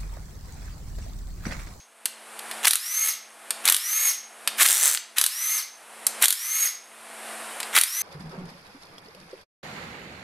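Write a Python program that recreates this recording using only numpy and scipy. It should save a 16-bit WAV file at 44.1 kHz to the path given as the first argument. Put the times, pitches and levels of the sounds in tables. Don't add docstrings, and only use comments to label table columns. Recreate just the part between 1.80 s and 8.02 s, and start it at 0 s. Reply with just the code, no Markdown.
import sys
import numpy as np
from scipy import signal
from scipy.fft import rfft, irfft, next_fast_len
from scipy.io import wavfile
from scipy.ndimage import uniform_filter1d, map_coordinates

SR = 44100
rng = np.random.default_rng(int(sys.argv[2]) if len(sys.argv) > 2 else 0)


def store_wav(level_fs):
    pcm = np.round(np.clip(np.atleast_2d(level_fs), -1, 1) * 32767)
    wavfile.write(sys.argv[1], SR, pcm.T.astype(np.int16))


N = 274302
TIME = np.arange(N) / SR

# (start [s], release [s], top shaft speed [Hz], spin-up time [s],
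# relative level [dB], whine over that level [dB])
TRIGGER_PULLS = [(0.839, 1.291, 449.3, 0.12, -5.5, 0), (1.86, 2.29, 447.7, 0.096, -4.5, -1.5),
                 (2.76, 3.082, 439, 0.095, -6.5, 1), (3.363, 3.776, 433.5, 0.099, -6, -2),
                 (4.393, 4.861, 451.7, .118, -6, -1), (5.93, 6.414, 443.3, 0.1, -8.5, 0.5)]
# (multiple of the shaft speed [1], relative level [dB])
MOTOR_LINES = [(1, -36), (3, -19), (4, -20), (5, -10), (10, -16.5), (25, -14), (30, -3.5)]
# (frequency [Hz], relative level [dB per Hz])
GEAR_SPECTRUM = [(100, -62), (200, -64), (420, -27), (600, -17.5), (950, -13), (1280, -3.5), (1550, -7.5),
                 (2100, 1.5), (2600, -4), (5500, -5), (7000, -2.5), (9000, 2.5), (12800, 4), (15000, -12)]
# (first blow [s], first gap [s], number of blows [1],
# relative peak level [dB], loss per blow [dB])
HAMMER_RUNS = [(0.8806, .028, 4, 36, 2.5), (1.8981, 0.025, 4, 35.5, 3.5), (2.862, .025, 3, 33, 5.5),
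               (3.3837, .0297, 4, 35.5, 2.4), (4.4566, .0258, 4, 33, 1.65), (5.9865, 0.026, 3, 30, 2.5)]
GAP_SHRINK = 0.89
HAMMER_BODY_DB = -17.5
# (time [s], relative peak level [dB], relative body level [dB])
FLAT_KNOCKS = [(0.849, -11.5, -3), (0.8542, 4, -4), (0.871, 7, -18), (1.8546, 4.5, -23), (1.8775, 3, -6),
               (1.8866, 6, -5), (2.8092, -1, -13), (2.8305, 12, -10), (3.1491, 9.5, -7), (3.1737, 0, 3),
               (4.4243, 10.5, -30), (4.4417, 8.5, -16), (4.4464, 7, -24), (5.9579, -6, -12),
               (5.9634, -1, -7.5)]
# (time [s], relative peak level [dB], relative body level [dB])
HEAD_CLINKS = [(0.2563, 13.5, -22), (0.5917, -13, -15), (0.7122, -12.5, -12.5), (1.7061, 6, -21),
               (2.675, 8, -15.5), (4.267, 10.5, -31), (5.8023, -10, -15), (5.8301, -15, -10)]
# (frequency [Hz], relative level [dB per Hz])
STEEL_SPECTRUM = [(60, -60), (200, -111), (1000, -21), (2500, -12), (3500, 2), (5000, -4.5), (7000, -2),
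                  (9500, 5.5), (11500, 3), (13500, -1.5), (15500, -19)]
# (frequency [Hz], relative level [dB per Hz])
SOCKET_SPECTRUM = [(60, -66), (300, -24), (1500, -25), (3500, -14.5), (5500, -15.5), (7000, -9.5),
                   (8300, -2.5), (10000, -6.5), (12500, -6.5), (15000, -35)]
# (frequency [Hz], relative level [dB per Hz])
CASTING_SPECTRUM = [(30, -46), (150, -101), (400, -25), (800, 3.5), (1300, 14), (2000, 15), (3500, 15),
                    (5000, 16), (9000, -33)]
# (start [s], end [s], relative level at the end [dB])
GRIND_SPELLS = [(0.828, 0.858, -17.5), (0.862, 0.876, -7), (1.836, 1.917, -13.5), (2.78, 2.82, -10),
                (2.841, 2.859, -6.5), (3.359, 3.391, -6.5), (4.413, 4.446, -9), (5.925, 5.959, -21.5),
                (5.949, 5.982, -11.5)]
# (frequency [Hz], relative level [dB per Hz])
GRIND_SPECTRUM = [(24, -55), (40, -59), (397, -37.5), (653, -11), (998, -9.5), (1130, -2.5), (2010, 1.5),
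                  (2510, -1), (3930, -3), (4920, -22), (5440, -6.5), (6320, -7.5), (10400, -5.5),
                  (14400, -18), (15500, -10)]
# (time [s], relative level [dB])
RATTLE_LEVELS = [(2.8, -32), (2.82, -12), (2.85, -17), (2.87, 4), (2.905, 8), (2.996, 2.5), (3.056, 4.5),
                 (3.146, -5), (3.17, -15.5)]
# (frequency [Hz], relative level [dB per Hz])
SCRAPE_SPECTRUM = [(100, -62), (400, -15), (1000, -10.5), (1800, -2), (2700, -6.5), (3700, -2), (5200, -6),
                   (8000, -0.5), (12500, -4), (15000, -5.5)]
# (frequency [Hz], relative level [dB per Hz])
TAP_SPECTRUM = [(100, -58), (500, -25), (1700, -20), (3700, -19), (6200, -12), (7700, 2), (9000, -3),
                (10500, -6), (12500, -11), (15000, -20)]
# (frequency [Hz], relative level [dB per Hz])
LINGERING_SPECTRUM = [(200, -47), (2000, -23), (5800, -20), (6350, -13), (6520, -2), (6700, -27), (13000, -37)]
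# (frequency [Hz], time to fall 60 dB [s])
WORKSHOP_T60 = [(200, 0.31), (2000, 0.43), (6500, 0.36), (10000, 0.2), (15000, 0.2)]
# (multiple of the fan's speed [1], relative level [dB])
FAN_LINES = [(2, -19), (4, -1), (5, -12), (6, -6.5), (7, -8.5), (8, -3.5), (9, -4.5), (10, -5.5), (12, 1.5),
             (15, -3.5)]
# (frequency [Hz], relative level [dB per Hz])
RUSH_SPECTRUM = [(30, -20), (90, -28), (180, -19), (350, -9.5), (700, 2), (1400, 0.3), (2500, -3.5),
                 (4000, -10), (6000, -15), (9000, -28), (13000, -41), (14500, -54)]
# (frequency [Hz], relative level [dB per Hz])
HISS_SPECTRUM = [(3000, -35), (6500, -11), (8000, -3), (9000, 0.5), (11000, -4), (13200, -14.5),
                 (14200, -31), (15000, -47)]
FAN_HZ = 55.8
FAN_DB, HUM_DB = -39, -53.5
CEILING_DB, RECOVERY_DB_PER_S, START_CUT_DB = -9, 30.5, 22.5
TOP_HZ = 15300


def amp(db):
    return np.exp(np.asarray(db) * (np.log(10) / 20))


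def unit(x):
    return x / np.sqrt(np.mean(x ** 2) + 1e-20)


def along(points, hz):
    f, v = np.transpose(points)
    return np.interp(np.log(hz + 1), np.log(f + 1), v)


def curves(rows):
    s, *cols = np.transpose(rows)
    return [np.interp(TIME, s, c) for c in cols]


def wobble(rate):
    knots = rng.standard_normal(int(N * rate / SR) + 4)
    steps = np.arange(len(knots) * 10) / 10
    return np.interp(TIME * rate, steps, map_coordinates(knots, [steps]))


def filtered(x, response):
    m = next_fast_len(len(x) + 8192)
    return irfft(rfft(x, m) * response(np.fft.rfftfreq(m, 1 / SR)), m)[:len(x)]


def coloured(x, spectrum):
    return unit(filtered(x, lambda hz: amp(along(spectrum, hz))))


def noise(spectrum, size=N):
    return coloured(rng.standard_normal(size), spectrum)


def ticks(rate, spread_db, life):
    contacts = rng.random(N) < rate / SR
    sizes = amp(spread_db * np.clip(rng.standard_normal(N), -2, 2))
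    energy = contacts * sizes ** 2
    return unit(np.sqrt(signal.lfilter([1], [1, -np.exp(-1 / (life * SR))], energy)))


def add(track, s, sound):
    part = track[round(s * SR):][:len(sound)]
    part += sound[:len(part)]


def motor(brake_time=0.068, ease=0.03, ease_time=0.02, gear_power=1.79, coast_power=0.63,
          whine_power=4.5, flutter=0.0024, drift=0.002, rough_db=2):
    shaft_hz, drive, whine_gain = np.zeros((3, N))
    for start, release, top_hz, spin_up, db, whine_db in TRIGGER_PULLS:
        rise = 1 - np.exp(-np.maximum(TIME - start, 0) / spin_up)
        easing = 1 - ease * np.exp(np.minimum(TIME - release, 0) / ease_time)
        brake = np.exp(-np.maximum(TIME - release, 0) / brake_time)
        speed = rise * easing * brake
        shaft_hz += top_hz * speed
        drive += amp(db) * speed ** gear_power * brake ** coast_power
        whine_gain += amp(db + whine_db) * speed ** whine_power
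    unsteady = 1 + flutter * wobble(150) + drift * wobble(22)
    turns = 2 * np.pi * np.cumsum(shaft_hz * unsteady) / SR

    def line(order):
        return amp(rough_db * wobble(120)) * np.sin(round(order) * turns)

    lines = sum(amp(db) * line(k) for k, db in MOTOR_LINES)
    mesh = (1 + 0.14 * np.sin(turns)) * amp(1.4 * wobble(200))
    gears = drive * mesh * noise(GEAR_SPECTRUM) + whine_gain * lines
    whine = whine_gain * amp(3.5) * line(order=15)
    return gears, whine


def hammer_blows():
    rows = []
    for first, gap, blows, db, loss_db in HAMMER_RUNS:
        for k in range(round(blows)):
            delay = gap * sum(GAP_SHRINK ** j for j in range(k))
            rows.append((first + delay, db - loss_db * k, HAMMER_BODY_DB))
    return rows


def strikes(rows, metal, crack_t60, ring_t60, ring_db, body_t60, metal_db, body_db,
            bounce=0.0021, bounce_db=-10):
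    out, t = np.zeros(N), np.arange(SR // 10) / SR
    for s, db, body in rows:
        crack = amp(-60 * t / crack_t60)
        rebound = (t > bounce) * amp(bounce_db - 60 * np.abs(t - bounce) / crack_t60)
        ring = amp(ring_db - 60 * t / ring_t60)
        steel = amp(metal_db) * (crack + rebound + ring) * noise(metal, size=len(t))
        knock = amp(body + body_db - 60 * t / body_t60) * noise(CASTING_SPECTRUM, size=len(t))
        contact = 1 - np.exp(-t / 0.00012)
        add(out, s, amp(db) * contact * (steel + knock))
    return out


def grinding(swell_db=15, let_go=0.0062, freed_db=4.5, freed_time=0.045):
    level = np.zeros(N)
    for start, end, db in GRIND_SPELLS:
        load = np.clip((TIME - start) / (end - start), 0, 1)
        swell = amp(db - swell_db * (1 - load) ** 2) * np.minimum(load * 8, 1)
        level += swell * np.exp(-np.maximum(TIME - end, 0) / let_go)
    for s, *_ in HAMMER_RUNS:
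        level += amp(freed_db) * (TIME > s) * np.exp(-np.abs(TIME - s) / freed_time)
    slips = 0.4 + 0.6 * ticks(rate=500, spread_db=4, life=0.0009)
    return amp(-2.5) * level * slips * noise(GRIND_SPECTRUM)


def rattle(fade=0.013, rate=125, scrape_db=-4, tap_db=9, tap_t60=0.0082):
    outside = np.abs(TIME - np.clip(TIME, RATTLE_LEVELS[0][0], RATTLE_LEVELS[-1][0]))
    level = amp(curves(RATTLE_LEVELS)[0]) * np.exp(-outside / fade)
    tap_count = np.floor(np.cumsum(rate * np.exp(0.4 * wobble(90))) / SR)
    contacts = np.diff(tap_count, prepend=0)
    sizes = contacts * amp(2.2 * np.clip(rng.standard_normal(N), -2, 1.5))
    taps = signal.lfilter([1], [1, -amp(-60 / (tap_t60 * SR))], sizes)
    scrape = amp(scrape_db) * noise(SCRAPE_SPECTRUM)
    return level * (scrape + amp(tap_db) * taps * noise(TAP_SPECTRUM))


def without_bass(x, edge_hz):
    return signal.sosfilt(signal.butter(3, edge_hz, "highpass", fs=SR, output="sos"), x)


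def room(x, gap=0.0018):
    hz, t, z = signal.stft(rng.standard_normal(SR), SR, nperseg=256)
    decay = amp(-60 * t / along(WORKSHOP_T60, hz)[:, None])
    tail = signal.istft(z * decay, SR, nperseg=256)[1]
    tail = tail * (1 - np.exp(-np.arange(len(tail)) / (gap * SR)))
    return signal.fftconvolve(x, tail / np.linalg.norm(tail))[:N]


def lingering(db=-26, t60=0.31):
    return amp(db - 60 * TIME / t60) * noise(LINGERING_SPECTRUM)


def fan(hiss_db=-3.5, waver_db=2.0):
    turns = 2 * np.pi * np.cumsum(FAN_HZ * (1 + 0.001522 * wobble(4.5))) / SR
    hum = np.zeros(N)
    for k, db in FAN_LINES:
        phase = rng.uniform(0, 2 * np.pi)
        hum += amp(db + waver_db * wobble(5.8)) * np.sin(round(k) * turns + phase)
    air = noise(RUSH_SPECTRUM) + amp(hiss_db) * noise(HISS_SPECTRUM)
    return amp(FAN_DB) * air + amp(HUM_DB) * hum


def gain_control(x, size=48):
    power = np.abs(uniform_filter1d(np.mean(x ** 2, axis=0), size))
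    level_db = 10 * np.log10(power + 1e-12)
    needed_db = np.minimum(CEILING_DB - level_db, 0)
    recovered_db = RECOVERY_DB_PER_S * TIME
    deepest_db = np.minimum.accumulate(needed_db - recovered_db)
    gain_db = np.minimum(deepest_db, -START_CUT_DB) + recovered_db
    return x * amp(uniform_filter1d(gain_db, size // 2))


def scene():
    gears, whine = motor()
    blows = strikes(hammer_blows() + FLAT_KNOCKS, STEEL_SPECTRUM, crack_t60=0.0052, ring_t60=0.11,
                    ring_db=-17.5, body_t60=0.013, metal_db=-7.0, body_db=-3.5)
    clinks = strikes(HEAD_CLINKS, SOCKET_SPECTRUM, crack_t60=0.015, ring_t60=0.061,
                     ring_db=-17.5, body_t60=0.038, metal_db=-13.5, body_db=-1)
    loaded = without_bass(blows + grinding(), edge_hz=310) + without_bass(rattle(), edge_hz=470)
    spill = amp(-8.0) * gears + amp(-5) * whine + amp(-11.5) * loaded + amp(-11.0) * clinks
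    mix = gears + whine + loaded + clinks + room(spill) + lingering() + fan()
    return np.array([mix, mix])


def record(dry, low_cut_hz=110):
    low_cut = signal.butter(2, low_cut_hz, "highpass", fs=SR, output="sos")
    thin = signal.sosfilt(low_cut, gain_control(dry))
    rounded = thin / (1 + np.abs(thin / 0.95) ** 6) ** (1 / 6)

    def band_limit(hz):
        return 1 / np.sqrt(1 + (hz / TOP_HZ) ** 120)

    return np.array([filtered(side, band_limit) for side in rounded])


dry = scene()
out = record(dry)
store_wav(out)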